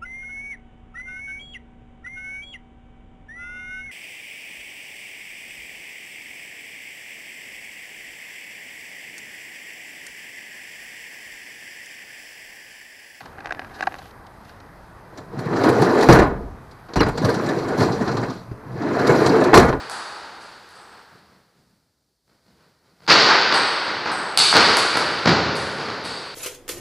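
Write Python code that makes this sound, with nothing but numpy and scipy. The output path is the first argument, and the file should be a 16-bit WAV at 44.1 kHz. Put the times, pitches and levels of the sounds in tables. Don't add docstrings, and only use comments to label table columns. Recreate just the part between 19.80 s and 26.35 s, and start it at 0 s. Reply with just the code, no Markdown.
import sys
import numpy as np
from scipy import signal
from scipy.fft import rfft, irfft, next_fast_len
from scipy.io import wavfile
from scipy.ndimage import uniform_filter1d

SR = 44100
rng = np.random.default_rng(int(sys.argv[2]) if len(sys.argv) > 2 else 0)


def store_pcm(level_fs):
    pcm = np.round(np.clip(level_fs, -1, 1) * 32767).astype(np.int16)
    wavfile.write(sys.argv[1], SR, np.atleast_2d(pcm).T)


N = 288704

# start in seconds, surface, level in dB, hardness as extra treble in dB,
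# direct sound at the microphone in dB.
BALL_STRIKES = [ (-.12, "floor", -39.5, -5, 28), (.097, "floor", -32.5, -6, 25), (.60, "floor", -57, 4, 10),
                (.89, "floor", -54.5, -3.5, 25), (.955, "table", -44, -5, 22),
                (3.265, "rubber", -42.5, 5, 24), (3.277, "rubber", -22, -5, 24.5),
                (3.302, "rubber", -26.5, 14, 30), (3.724, "rubber", -31, 9.5, 31),
                (3.742, "table", -33, 4.5, 27.5), (4.261, "rubber", -31.5, -14, 37),
                (4.317, "table", -27, -3.5, 23), (4.574, "bat rim", -23.5, 1, 26.5),
                (4.727, "rubber", -22.5, -14, 37), (4.767, "rubber", -34.5, 9.5, 46.5),
                (4.969, "floor", -37, 5.5, 33), (5.171, "floor", -35.5, -6.5, 37),
                (5.755, "floor", -34.5, -4, 20), (6.24, "bat rim", -42.5, 0, 14)]
SURFACE_BLENDS = { "rubber": (-2.5, -5.5, -50, -48), "bat rim": (-1, 8.5, -3, -1),
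                  "table": (-3, -20, -9, -17), "floor": (-1, 0, -9.5, -1.5)}
# direct sound in dB, early echoes in dB.
BALL_EARLY_ECHOES = [(20, -52), (28, -5.5), (35, 3)]
def ball_contacts():
    for start_s, surface, level_db, hardness_db, direct_db in BALL_STRIKES:
        wood_db, *treble_db = level_db + np.array(SURFACE_BLENDS[surface])
        early_db = np.interp(direct_db, *np.transpose(BALL_EARLY_ECHOES))
        yield start_s, wood_db, *np.add(treble_db, hardness_db), direct_db, early_db


# centre in Hz, width in Hz, level in dB.
WOOD_MODES = [(857, 410, 5.5), (1316, 430, 4), (1630, 230, 2)]
CRACK_MODES = [(2660, 1500, -5), (3740, 980, -1), (4540, 730, 5.5), (6000, 1600, -22)]
SHELL_MODES = [(8190, 560, -7), (9740, 120, -7), (10800, 400, -37)]
SNAP_MODES = [(5950, 4600, -2.5), (7730, 2000, -5), (10000, 1600, 1), (10860, 470, 2.5), (12000, 900, -60)]
def ball_hit(levels_db, flex_s=0.002003):
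    return smear(contact([WOOD_MODES, CRACK_MODES, SHELL_MODES, SNAP_MODES], levels_db), flex_s)


# start in seconds, level in dB, body weight behind the step
# in dB, direct sound at the microphone in dB.
FOOTSTEPS = [ (-.12, -36, 5.5, 8), (.139, -42, -2, 28), (.397, -48, 6, 25), (.60, -54, 13.5, 20),
             (.93, -55, 12, 7), (1.10, -53, 5, 26), (1.309, -62.5, 27.5, 0), (1.48, -68.5, 31.5, 19),
             (1.74, -74.5, 40, 5), (2.476, -63.5, 23, 28.5), (2.66, -66, 29.5, 29.5), (2.77, -61, 17, 15),
             (3.041, -64.5, 26.5, 25), (3.201, -60, 21, 31), (3.277, -17.5, 5.5, 20.5),
             (3.468, -23, -12.5, 29), (3.706, -25, -1, 22), (4.05, -34.5, 11.5, 13),
             (4.255, -30.5, 7.5, 28.5), (4.56, -32, 10, 11), (4.735, -20, 7, 29), (4.89, -26.5, -7, 32.5),
             (5.152, -27.5, 11, 31.5), (5.455, -24.5, 20, 32.5), (5.662, -49, 16, 40),
             (5.98, -35.5, 14.5, 27.5), (6.082, -39.5, 17, 33), (6.225, -41, 13.5, 12)]
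# step level in dB, early echoes in dB.
STEP_EARLY_ECHOES = [(-32, -44), (-24, 4), (-17, 4)]
def step_contacts(heel_to_toe_s=.017, heel_db=-.5, stamp_from_db=-24.5):
    for start_s, level_db, weight_db, direct_db in FOOTSTEPS:
        stamp_db = 0.96 * max(level_db - stamp_from_db, 0)
        joist_db = -21 + weight_db
        board_db = -7 + 0.36 * weight_db
        slap_db = -6.5 + 0.21 * weight_db + stamp_db
        parts_db = level_db + np.array([joist_db, board_db, 0, slap_db])
        early_db = np.interp(level_db, *np.transpose(STEP_EARLY_ECHOES))
        yield start_s, *(parts_db + heel_db), direct_db, early_db
        yield start_s + heel_to_toe_s, *parts_db, direct_db, early_db


# centre in Hz, width in Hz, level in dB.
JOIST_MODES = [(82.3, 15, -2.5), (121.4, 47, -0.5), (175, 110, 3)]
BOARD_MODES = [(228, 64, -1.2), (344, 220, 1), (457, 270, -0.036), (636, 530, -2.1)]
SOLE_KNOCK_MODES = [(926, 520, -2), (1233, 700, -1), (1480, 420, -1), (1867, 310, -5.5)]
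SOLE_SLAP_MODES = [(2136, 840, -0.5), (3040, 1500, -5.5), (3970, 1000, -6), (4543, 1300, 0.5),
                   (6200, 1300, -19)]
def footfall(levels_db, roll_s=.009, rubber_hz=7500):
    blow = contact([JOIST_MODES, BOARD_MODES, SOLE_KNOCK_MODES, SOLE_SLAP_MODES], levels_db)
    rubber = signal.butter(3, rubber_hz, fs=SR, output="sos")
    return signal.sosfilt(rubber, smear(blow, roll_s))


def contact(parts, levels_db, size=4096):
    power = sum(from_db(db) ** 2 * resonances(modes, bins(size)) for modes, db in zip(parts, levels_db))
    cepstrum = irfft(np.log(power + 1e-16) / 2)
    cepstrum[1:size // 2] *= 2
    cepstrum[size // 2 + 1:] = 0
    return irfft(np.exp(rfft(cepstrum)))


def resonances(modes, hz):
    power = sum(from_db(db) ** 2 / (1 + ((hz ** 2 - centre ** 2) / (hz * width)) ** 2) ** 2
                for centre, width, db in modes)
    return power / power.mean()


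def smear(sound, spread_s, count=160):
    size = len(sound)
    log_hz = np.linspace(np.log(60), np.log(SR / 2), count)
    delay_s = np.interp(np.log(bins(size)), log_hz, spread_s * rng.random(count))
    smeared = irfft(rfft(sound) * np.exp(-2j * np.pi * np.cumsum(delay_s) * SR / size))
    return smeared * np.cos(np.linspace(0, np.pi / 2, size)) ** 2


# band centre in Hz, time to fall by 60 dB in seconds.
HALL_REVERB = [(70, 2.26), (170, 1.4), (450, 2.44), (1300, 2.33), (2800, 2.65), (4600, 2.14), (8300, 1.225),
               (13000, 0.13)]
def hall_decays(size=131072):
    centres, t60 = np.transpose(HALL_REVERB)
    bands = np.array([np.interp(np.log(bins(size)), np.log(centres), row) for row in np.eye(len(t60))])
    fades = from_db(-60 * np.arange(size) / SR / t60[:, None])
    return bands.astype(np.float32), fades.astype(np.float32)


def hall_path(bands, fades, direct_db, early_db, build_s=0.0076, early_s=0.067, mixing_s=.11):
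    t = np.arange(fades.shape[1]) / SR
    density = np.minimum(.02 + (t / mixing_s) ** 2, 1)
    echoes = rng.choice([-1, 1], len(t)) * (rng.random(len(t)) < density) / np.sqrt(density)
    build_up = 1 - np.exp(-(t / build_s) ** 2)
    early_lift = 1 + from_db(early_db) * np.exp(-t / early_s)
    echoes *= build_up * early_lift
    path = (irfft(rfft(echoes.astype(np.float32)) * bands) * fades).sum(axis=0)
    path[0] += from_db(direct_db)
    return path


def across_hall(contacts, source, lead_s=.5):
    bands, fades = hall_decays()
    lead = round(lead_s * SR)
    at_mic = np.zeros(lead + N)
    for start_s, *levels_db, direct_db, early_db in contacts:
        sound = signal.oaconvolve(hall_path(bands, fades, direct_db, early_db), source(levels_db))
        start = lead + round(start_s * SR)
        at_mic[start:start + len(sound)] += sound[:len(at_mic) - start]
    return at_mic[lead:]


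# frequency in Hz, relative spectral density in dB.
ROOM_TONE_SPECTRUM = [(20, -22), (60, 2), (130, -2.5), (300, -6), (1200, -18), (2800, -25), (4600, -10.5),
                      (6500, -19.5), (10000, -21), (14500, -26)]
def room_tone(level_db=-60):
    size = next_fast_len(2 * N, True)
    hz, db = np.transpose(ROOM_TONE_SPECTRUM)
    colour = from_db(np.interp(np.log(bins(size)), np.log(hz), db))
    noise = irfft(rfft(rng.standard_normal(size)) * colour)[:N]
    return from_db(level_db) * noise / noise.std()


def from_db(db):
    return 10 ** (np.asarray(db) / 20)


def bins(size):
    return np.maximum(np.fft.rfftfreq(size, 1 / SR), 1)


def scene():
    shoes = across_hall(step_contacts(), footfall)
    ball = across_hall(ball_contacts(), ball_hit)
    return np.tile(ball + shoes + room_tone(), (2, 1))


def gain_control(x, quiet_db=-47, deepest_db=14, loud_db=-13, squeeze=0.61, window_s=0.086):
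    power = uniform_filter1d(x[0] ** 2, round(window_s * SR))
    level_db = 10 * np.log10(np.maximum(power, 1e-12))
    quiet_cut_db = np.clip(quiet_db - level_db, 0, deepest_db)
    loud_cut_db = squeeze * np.maximum(level_db - loud_db, 0)
    return x * from_db(-quiet_cut_db - loud_cut_db)


def record(dry, cutoff_hz=15400):
    top_cut = signal.ellip(10, .1, 80, cutoff_hz, fs=SR, output="sos")
    return signal.sosfilt(top_cut, np.clip(gain_control(dry), -1, 1))


dry = scene()
out = record(dry)
store_pcm(out)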